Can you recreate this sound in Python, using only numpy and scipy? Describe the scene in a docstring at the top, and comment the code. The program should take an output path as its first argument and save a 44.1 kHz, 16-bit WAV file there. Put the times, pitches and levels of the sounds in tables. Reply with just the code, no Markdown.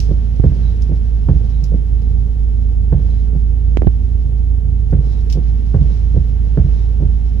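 """In a workshop, a stereo microphone close to a worn steering joint, the engine idling behind it.
Each turn of the wheel closes the slack with a hard knock, a thump and a loose rattle, ringing the
column and panels; then the steering hisses and faintly squeaks under load. Each turn back lands with
a soft double knock. Metal clicks now and then, and something brushes the right microphone port.
Steady room air and a very faint electrical whine lie underneath."""
import sys
import numpy as np
from scipy import signal
from scipy.fft import rfft, irfft
from scipy.io import wavfile

SR = 44100
rng = np.random.default_rng(int(sys.argv[2]) if len(sys.argv) > 2 else 0)


def materialize(psi):
    """Save the field psi as 16-bit PCM at rate SR to the path in sys.argv[1].

    A 1-D psi becomes a single channel; in a 2-D psi each row is a channel.
    """
    bounded = np.clip(np.atleast_2d(psi).T, -1, 1)
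    quanta = np.round(bounded * 32767).astype(np.int16)
    wavfile.write(sys.argv[1], SR, quanta)


N = 326340


def amp(db):
    return 10 ** (np.asarray(db) / 20)

def unit_rms(x):
    return x / np.sqrt(np.mean(x ** 2) + 1e-20)

def decay(t, t60):
    return np.exp(-np.log(1000) * t / t60)

def spectrum_at(points, hz):
    """A spectrum joined by straight lines on a log-frequency axis."""
    f, value = np.transpose(points)
    return np.interp(np.log(hz + 1), np.log(f + 1), value)

def curve(rows):
    """A control curve at every sample."""
    return np.interp(np.arange(N) / SR, *np.transpose(rows))

def add(mix, start_s, sound):
    part = mix[..., max(round(start_s * SR), 0):][..., :sound.shape[-1]]
    part += sound[..., :part.shape[-1]]

def drift(rate_hz):
    """A smooth random wander of unit size."""
    hz = np.fft.rfftfreq(N, 1 / SR)
    return unit_rms(irfft(rfft(rng.standard_normal(N)) * np.exp(-(hz / rate_hz) ** 2), N))

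def lowpass(x, hz):
    return signal.sosfilt(signal.butter(2, hz, fs=SR, output="sos"), x)

def highpass(x, hz, order):
    return signal.sosfilt(signal.butter(order, hz, "high", fs=SR, output="sos"), x)

def eased(x, rise_s):
    """The sound builds up gradually from its start."""
    return x * (1 - np.exp(-np.arange(x.shape[-1]) / SR / rise_s))

def swell(start_s, attack_s, hold_s, release_s):
    """Effort builds smoothly, holds and lets go."""
    t = np.arange(N) / SR - start_s
    rise = np.sin(np.pi / 2 * np.clip(t / attack_s, 0, 1)) ** 2
    return rise * np.exp(-np.maximum(t - attack_s - hold_s, 0) / release_s)

# Likeness of the microphone's left and right ports: (frequency [Hz], correlation [0-1])
PORT_LIKENESS = [(60, 0.6), (150, .93), (300, .8), (500, .75), (800, 0.08), (1200, 0), (3000, .05),
                 (14000, 0)]
def noise(colour, size=N):
    """Coloured noise of unit size at the two ports, alike in the bass and unrelated in the treble."""
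    hz = np.fft.rfftfreq(size, 1 / SR)
    left, unrelated = rfft(rng.standard_normal((2, size)))
    likeness = spectrum_at(PORT_LIKENESS, hz)
    right = likeness * left + np.sqrt(1 - likeness ** 2) * unrelated
    return unit_rms(irfft(np.array([left, right]) * amp(spectrum_at(colour, hz)), size))

# The engine idling behind the joint: (time [s], firing rate [Hz])
IDLE_RATE = [(0, 27.41), (0.8, 27.8), (1.6, 26.98), (2.3, 27.52), (2.8, 27.24), (3.5, 27.42), (4.3, 28),
             (5.2, 27.35), (6.2, 27.49), (7, 27.15), (7.4, 27.38)]
# Its hum; the second order booms in the cabin: (order [x firing rate], relative level [dB])
FIRING_ORDERS = [(1, -21.5), (2, 3.5), (3, -9.5), (4, -18), (5, -17.5), (6, -40), (7, -36), (8, -44),
                 (9, -31)]
# Its rumble: (frequency [Hz], relative density [dB])
RUMBLE_COLOUR = [(15, -5.5), (40, 5), (80, 4.5), (140, -7), (200, -5), (330, -22), (430, -16.5), (620, -33),
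                 (780, -28), (1200, -55), (3000, -57)]
def engine(hum_db=-13, rumble_db=-26.5, odd_dip_db=-9):
    """Firing orders hum, their lopsided beat evening out under load; rumble throbs with the crank."""
    firings = np.cumsum(curve(IDLE_RATE)) / SR
    hiss_gain, _ = steering_load()
    effort = (hiss_gain - hiss_gain.min()) / np.ptp(hiss_gain)
    hum = np.zeros(N)
    for order, db in FIRING_ORDERS:
        waver_db = 1.02 if db > -6 else 3  # the boom is steadier than the weak orders
        level_db = db + waver_db * drift(16) + order % 2 * odd_dip_db * effort
        hum += amp(level_db) * np.cos(2 * np.pi * order * firings)
    throb = 1 + 0.036 * np.cos(3 * np.pi * firings)
    return amp(hum_db) * unit_rms(hum) + amp(rumble_db) * noise(RUMBLE_COLOUR) * throb

# Room tone around the microphone: (frequency [Hz], relative density [dB])
AIR_COLOUR = [(500, -6.5), (1100, 2.5), (2000, -2), (3200, -1), (4400, -14.5), (5600, -14), (7500, -8.5),
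              (10000, -24), (12500, -15.5), (15000, -22)]
def workshop_air(level_db=-62.5):
    """The air of the room is a faint, steady noise."""
    return amp(level_db) * noise(AIR_COLOUR)

# Steering noise that lasts between the turns: (time [s], relative level [dB])
LASTING_LEVEL = [(0, -57), (0.9, -58), (1.2, -59), (2.6, -62), (3.6, -62.5), (3.95, -61), (4.7, -64.5),
                 (5.4, -58), (7.4, -59)]
def steering_load(lasting_hiss_db=-4.5):
    """Gains of hiss and rush: every hard turn adds a swell of power to what lasts."""
    lasting = amp(curve(LASTING_LEVEL))
    hiss_power, rush_power = (amp(lasting_hiss_db) * lasting) ** 2, lasting ** 2
    for s, *_, hiss_db, rush_db in HARD_TURNS:
        hiss_power += (amp(hiss_db) * swell(s, attack_s=0.17, hold_s=0.04, release_s=0.12)) ** 2
        rush_power += (amp(rush_db) * swell(s, attack_s=0.013, hold_s=0.22, release_s=0.18)) ** 2
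    return np.sqrt(hiss_power), np.sqrt(rush_power)

# Narrow, bright hiss of the steering, close by: (frequency [Hz], relative density [dB])
HISS_COLOUR = [(1500, -15.5), (3000, -3.5), (3950, 2), (4500, -1.5), (5100, 0.5), (5650, 1.5), (6800, -9),
               (9500, -25), (14000, -20.5)]
# The broader rush below it: (frequency [Hz], relative density [dB])
RUSH_COLOUR = [(200, 2), (500, 6.5), (900, -0.5), (1300, -2.5), (1650, 0), (2300, -3), (3200, -3),
               (4500, -17.5), (8000, -28.5)]
def steering(hiss_db=3, rush_db=5.5, groan_db=30.5, flutter_db=1.5):
    """Hiss and rush rise with effort on the wheel, and the loaded linkage groans."""
    hiss_gain, rush_gain = steering_load()
    hiss = amp(hiss_db + flutter_db * drift(25)) * noise(HISS_COLOUR)
    rush = amp(rush_db) * noise(RUSH_COLOUR)
    # (frequency [Hz], relative density [dB])
    groan_colour = [(30, -16), (75, 5.5), (150, 2.5), (260, -14.5), (500, -27.5), (1000, -32),
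                    (3000, -64)]
    groan = amp(groan_db) * noise(groan_colour)
    return hiss_gain * (hiss + groan) + rush_gain * rush

# A whine in the background: (time [s], level [dB])
WHINE_FADE = [(0, -80), (4.5, -81), (4.6, -96.5), (7.4, -95.5)]
def whine(hz=15000, waver_db=4):
    """A very faint, high electrical tone wavers and drops away partway through."""
    tone = np.sin(2 * np.pi * hz * np.arange(N) / SR)
    return amp(curve(WHINE_FADE) + waver_db * drift(4)) * tone

# Light metal clicks: (time [s], snap [dB], ring [dB], ring t60 [s], low cut [Hz])
METAL_CLICKS = [(0.001, -26, -37.5, 0.28, 3000), (0.3608, -42, -64, 0.22, 3000),
                (0.8193, -37, -41.5, 0.1, 3800), (1.639, -30.5, -41, 0.14, 4600),
                (2.019, -50, -57, 0.076, 2000), (4.9095, -42.5, -63.5, 0.087, 1500),
                (5.298, -43, -38, 0.2, 2200), (5.3247, -31, -31.5, 0.092, 2930)]
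# The noise in a click: (frequency [Hz], relative density [dB])
METAL_COLOUR = [(800, -24.5), (2500, -4), (3700, -7), (4500, -6), (5150, -1.5), (5900, -5.5), (7200, -17.5),
                (10000, -23.5), (12000, -19), (15000, -30.5)]
# The tones that ring in it: (frequency [Hz], relative level [dB])
METAL_MODES = [(5140, -3), (5470, -5), (5615, -0.5), (6297, -4), (6848, -9), (7552, -13)]
def clicks(snap_t60=0.017, tones_db=-9):
    """A bright snap of metal, then a short ring that blends with the room."""
    out, t = np.zeros((2, N)), np.arange(SR // 2) / SR
    for s, snap_db, ring_db, t60, low_hz in METAL_CLICKS:
        tones = sum(amp(db) * np.sin(2 * np.pi * (hz * t + rng.random((2, 1))))
                    for hz, db in METAL_MODES)
        metal = unit_rms(noise(METAL_COLOUR, len(t)) + amp(tones_db) * tones)
        metal = highpass(eased(metal, rise_s=0.00075), low_hz, order=3)
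        add(out, s, metal * (amp(snap_db) * decay(t, snap_t60) + amp(ring_db) * decay(t, t60)))
    return out

# Modes of the steering column and body: (frequency [Hz], relative level [dB], t60 [s])
BODY_MODES = [(76.1, -10, .17), (138, -5, 0.15), (174.5, -11, .14), (199.2, -24, .2), (270.8, -19, .12),
              (327.3, -19, 0.12), (339, -10, .027), (444, -17.5, 0.059), (511, -24.5, 0.086),
              (559, -27.5, .06), (660, -34, .1), (781, -38.5, 0.073), (880, -38, .045), (1067, -44, 0.11),
              (1130, -46, .08), (1470, -45, 0.051), (1633, -47.5, 0.093), (1840, -52.5, 0.075)]
# Dense ringing of panels and trim: (frequency [Hz], relative density [dB])
PANEL_COLOUR = [(50, -10.5), (130, -6), (250, 0.5), (450, -7.5), (720, -16), (950, -20), (1300, -25),
                (1650, -25.5), (2100, -32), (2900, -47), (5000, -51.5), (12000, -62.5)]
def struck_body(panel_db, panel_t60, panel_rise_s, rise_cycles=0.36):
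    """Neighbouring modes move the far end in opposite senses, so a thud swells before it dies."""
    t = np.arange(SR // 2) / SR
    ring = np.zeros(len(t))
    for k, (hz, db, t60) in enumerate(BODY_MODES):
        mode = amp(db) * decay(t, t60) * np.sin(2 * np.pi * hz * t)
        ring += (-1) ** k * eased(mode, rise_cycles / hz)
    panels = amp(panel_db) * noise(PANEL_COLOUR, len(t)) * decay(t, panel_t60)
    return eased(panels, panel_rise_s) - ring

def light_contact(low_hz, high_hz, t60):
    """A light contact stirs mostly the panels, with little bass."""
    ring = struck_body(panel_db=-15.5, panel_t60=t60, panel_rise_s=0.0019)
    return lowpass(highpass(ring, low_hz, order=1), high_hz)

def blow():
    """A hard, dry contact rings the body; the well-damped panels differ a little each time."""
    return struck_body(panel_db=-23.5, panel_t60=0.1, panel_rise_s=0.0005)

# Turns back to the soft flank, close by:
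# (time [s], knock gain [dB], thump delay [s], thump gain [dB], thump bandwidth [Hz])
SOFT_RETURNS = [(0.084, -8, 0.036, 2.5, 62.2), (0.888, -9.5, .037, 3.5, 66.5),
                (1.714, -8.5, .023, -6.5, 125.7), (3.323, -15, 0.028, -2.5, 160),
                (5.347, -8.5, 0.0295, 1, 85.4), (6.138, -8.5, 0.02823, 14.5, 56.9),
                (6.996, -9.5, 0.051, 11.5, 52.5)]
def soft_knocks(graze_db=4.5, landing_db=4, landing_s=0.021):
    """The joint grazes the soft flank, then lands; the linkage thumps as it takes up the load."""
    out = np.zeros((2, N))
    for s, db, thump_s, thump_db, thump_hz in SOFT_RETURNS:
        graze = eased(light_contact(low_hz=150, high_hz=720, t60=0.075), rise_s=0.012)
        landing = eased(light_contact(low_hz=170, high_hz=624, t60=0.13), rise_s=0.0026)
        add(out, s, amp(db + graze_db) * graze)
        add(out, s + landing_s, amp(db + landing_db) * landing)
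        add(out, s + thump_s, amp(thump_db) * lowpass(blow(), thump_hz))
    return out

# Touches on the microphone itself, at the right port:
# (time [s], push [dB], swing [Hz], slip time [s], tick [dB], tick pitch [Hz])
PORT_TOUCHES = [(0.399, 5, 66, 0.0017, -42, 1400), (3.7717, 0.5, 200, 0.0005, -11, 2360),
                (3.8204, 2, 247, 0.00086, -20.5, 1590), (3.8327, -9, 150, 0.00048, -41, 2770),
                (3.847, -8.5, 130, 0.00058, -42, 2800), (3.8715, 11.5, 62, 0.0014, -27, 2600)]
def touches(scratch_db=-18, left_leak_db=-39, drag_cycles=0.16, swing_cycles=0.59, tick_cycles=0.65):
    """A touch drags, then lets go with a tick and a scratch; air in the port swings once and settles."""
    right, t = np.zeros(N), np.arange(-SR // 50, SR // 25) / SR
    width_cycles = np.where(t < 0, drag_cycles, swing_cycles)  # the touch lets go at t = 0
    for s, push_db, swing_hz, slip_s, tick_db, tick_hz in PORT_TOUCHES:
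        cycles = t * swing_hz
        push = np.tanh(t / slip_s) * np.cos(2 * np.pi * cycles) * np.exp(-(cycles / width_cycles) ** 2)
        tick = np.sin(2 * np.pi * tick_hz * t) * np.exp(-(t * tick_hz / tick_cycles) ** 2)
        friction = unit_rms(lowpass(rng.standard_normal(len(t)), hz=3000))
        scratch = amp(scratch_db) * friction * (t >= 0) * decay(abs(t), t60=0.039)
        add(right, s + t[0], amp(push_db) * push + amp(tick_db) * (tick + scratch))
    return np.array([amp(left_leak_db) * right, right])

# Turns against the hard flank, close by:
# (time [s], knock gain [dB], thump delay [s], thump gain [dB], hiss gain [dB], rush gain [dB])
HARD_TURNS = [(0.437, 0.5, .05, 3, -59, -58.5), (1.2855, 1, 0.064, 6.5, -63.5, -61.5),
              (2.923, -1.5, .05, -8, -64.5, -60), (4.925, -0.5, 0.0585, 7.5, -58, -62.5),
              (5.741, -0.1, .065, 9, -61.5, -61), (6.572, 0.5, .07, 11, -61, -60)]
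def hard_knocks(bounce_s=0.0163, bounce_db=-8.5, rebound_s=0.022, rebound_db=9):
    """The slack closes hard, bounces, rebounds and rattles; the linkage thumps as it takes the load."""
    out = np.zeros((2, N))
    for s, db, thump_s, thump_db, *_ in HARD_TURNS:
        knock = blow()
        # slower contacts excite less treble
        bounce = lowpass(knock, hz=1390)
        rebound = lowpass(lowpass(knock, hz=82), hz=332)
        thump = lowpass(knock, hz=65)
        add(out, s, amp(db) * knock)
        add(out, s + bounce_s, amp(db + bounce_db) * bounce)
        add(out, s + rebound_s, amp(db + rebound_db) * rebound)
        add(out, s, amp(db) * rattle())
        add(out, s + thump_s, amp(thump_db) * thump)
    return out

def rattle(count=4, start_s=0.043, gap_s=0.036, jitter_s=0.008, gain_db=-17, fall_db_per_s=31.5):
    """Loose parts settle in a few uneven, fading contacts."""
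    out = np.zeros((2, SR))
    for s in np.arange(count) * gap_s + jitter_s * rng.uniform(-1, 1, count):
        contact = light_contact(low_hz=150, high_hz=900, t60=0.14)
        add(out, start_s + s, amp(gain_db - fall_db_per_s * s) * contact)
    return out

# Lone bumps in the linkage: (time [s], gain [dB], contact bandwidth [Hz])
LINKAGE_BUMPS = [(0.513, -13.5, 1480), (1.619, -7.5, 140), (2.993, -17, 797), (5.808, -13.5, 1100),
                 (6.684, -17, 700)]
def bumps():
    """Single blows ring the body; the slower the contact, the duller the bump."""
    out = np.zeros((2, N))
    for s, db, hz in LINKAGE_BUMPS:
        add(out, s, amp(db) * lowpass(blow(), hz))
    return out

# Squeaks at the joint, faint even this close: (time [s], level [dB])
JOINT_SQUEAKS = [(0.6, -57.5), (1.49, -60.5), (1.97, -67), (3.06, -64), (5.07, -62.5), (5.851, -62),
                 (6.72, -62.5)]
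def squeaks(pitch_hz=3870, width_hz=150, wander=0.014):
    """The loaded joint rubs with a fuzzy, wandering whistle, mostly just after a hard knock."""
    cycles = np.cumsum(pitch_hz * (1 + wander * drift(8.3))) / SR
    fuzz = np.array([drift(width_hz), drift(width_hz)])
    whistle = unit_rms(fuzz * np.sin(2 * np.pi * cycles))
    return whistle * sum(amp(db) * swell(s, attack_s=0.046, hold_s=0.06, release_s=0.046)
                         for s, db in JOINT_SQUEAKS)

# At the microphone, right port over left: (frequency [Hz], level [dB])
RIGHT_EXCESS = [(60, 6.2), (110, 5), (200, 3.8), (400, 3.4), (700, 2), (2400, 2.8), (6000, 2.2), (12000, 0)]
# Left port ahead of right: (frequency [Hz], phase [rad])
LEFT_LEAD = [(0, 0), (15, .7), (80, .66), (160, .46), (400, .6), (800, .1), (2000, 0)]
def microphone_ports(x, pad=8192):
    """Sound arrives louder at the right port, with the bass a little earlier at the left."""
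    left, right = rfft(np.pad(x, ((0, 0), (pad, pad)), "reflect"))
    hz = np.fft.rfftfreq(N + 2 * pad, 1 / SR)
    ratio = amp(spectrum_at(RIGHT_EXCESS, hz))
    half_lead = np.exp(0.5j * spectrum_at(LEFT_LEAD, hz))
    pair = np.array([left * half_lead, right * ratio / half_lead]) * 2 / (1 + ratio)
    return irfft(pair, N + 2 * pad)[:, pad:-pad]

def scene():
    """The workshop and the joint reach both ports; the touches land on the microphone itself."""
    bed = engine() + workshop_air() + steering() + whine()
    events = clicks() + soft_knocks() + hard_knocks() + bumps() + squeaks()
    return microphone_ports(bed + events) + touches()

def record(dry, fade_s=0.0032, edge_hz=15400):
    """The loudest peaks overload at full scale; the ends fade and the top treble is cut."""
    clipped = dry / (1 + dry ** 16) ** (1 / 16)
    faded = clipped * signal.windows.tukey(N, 2 * fade_s * SR / N)
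    band_limit = signal.firwin(511, edge_hz, window=("kaiser", 9), fs=SR)
    return signal.oaconvolve(faded, band_limit[None], "same")

dry = scene()
out = record(dry)
materialize(out)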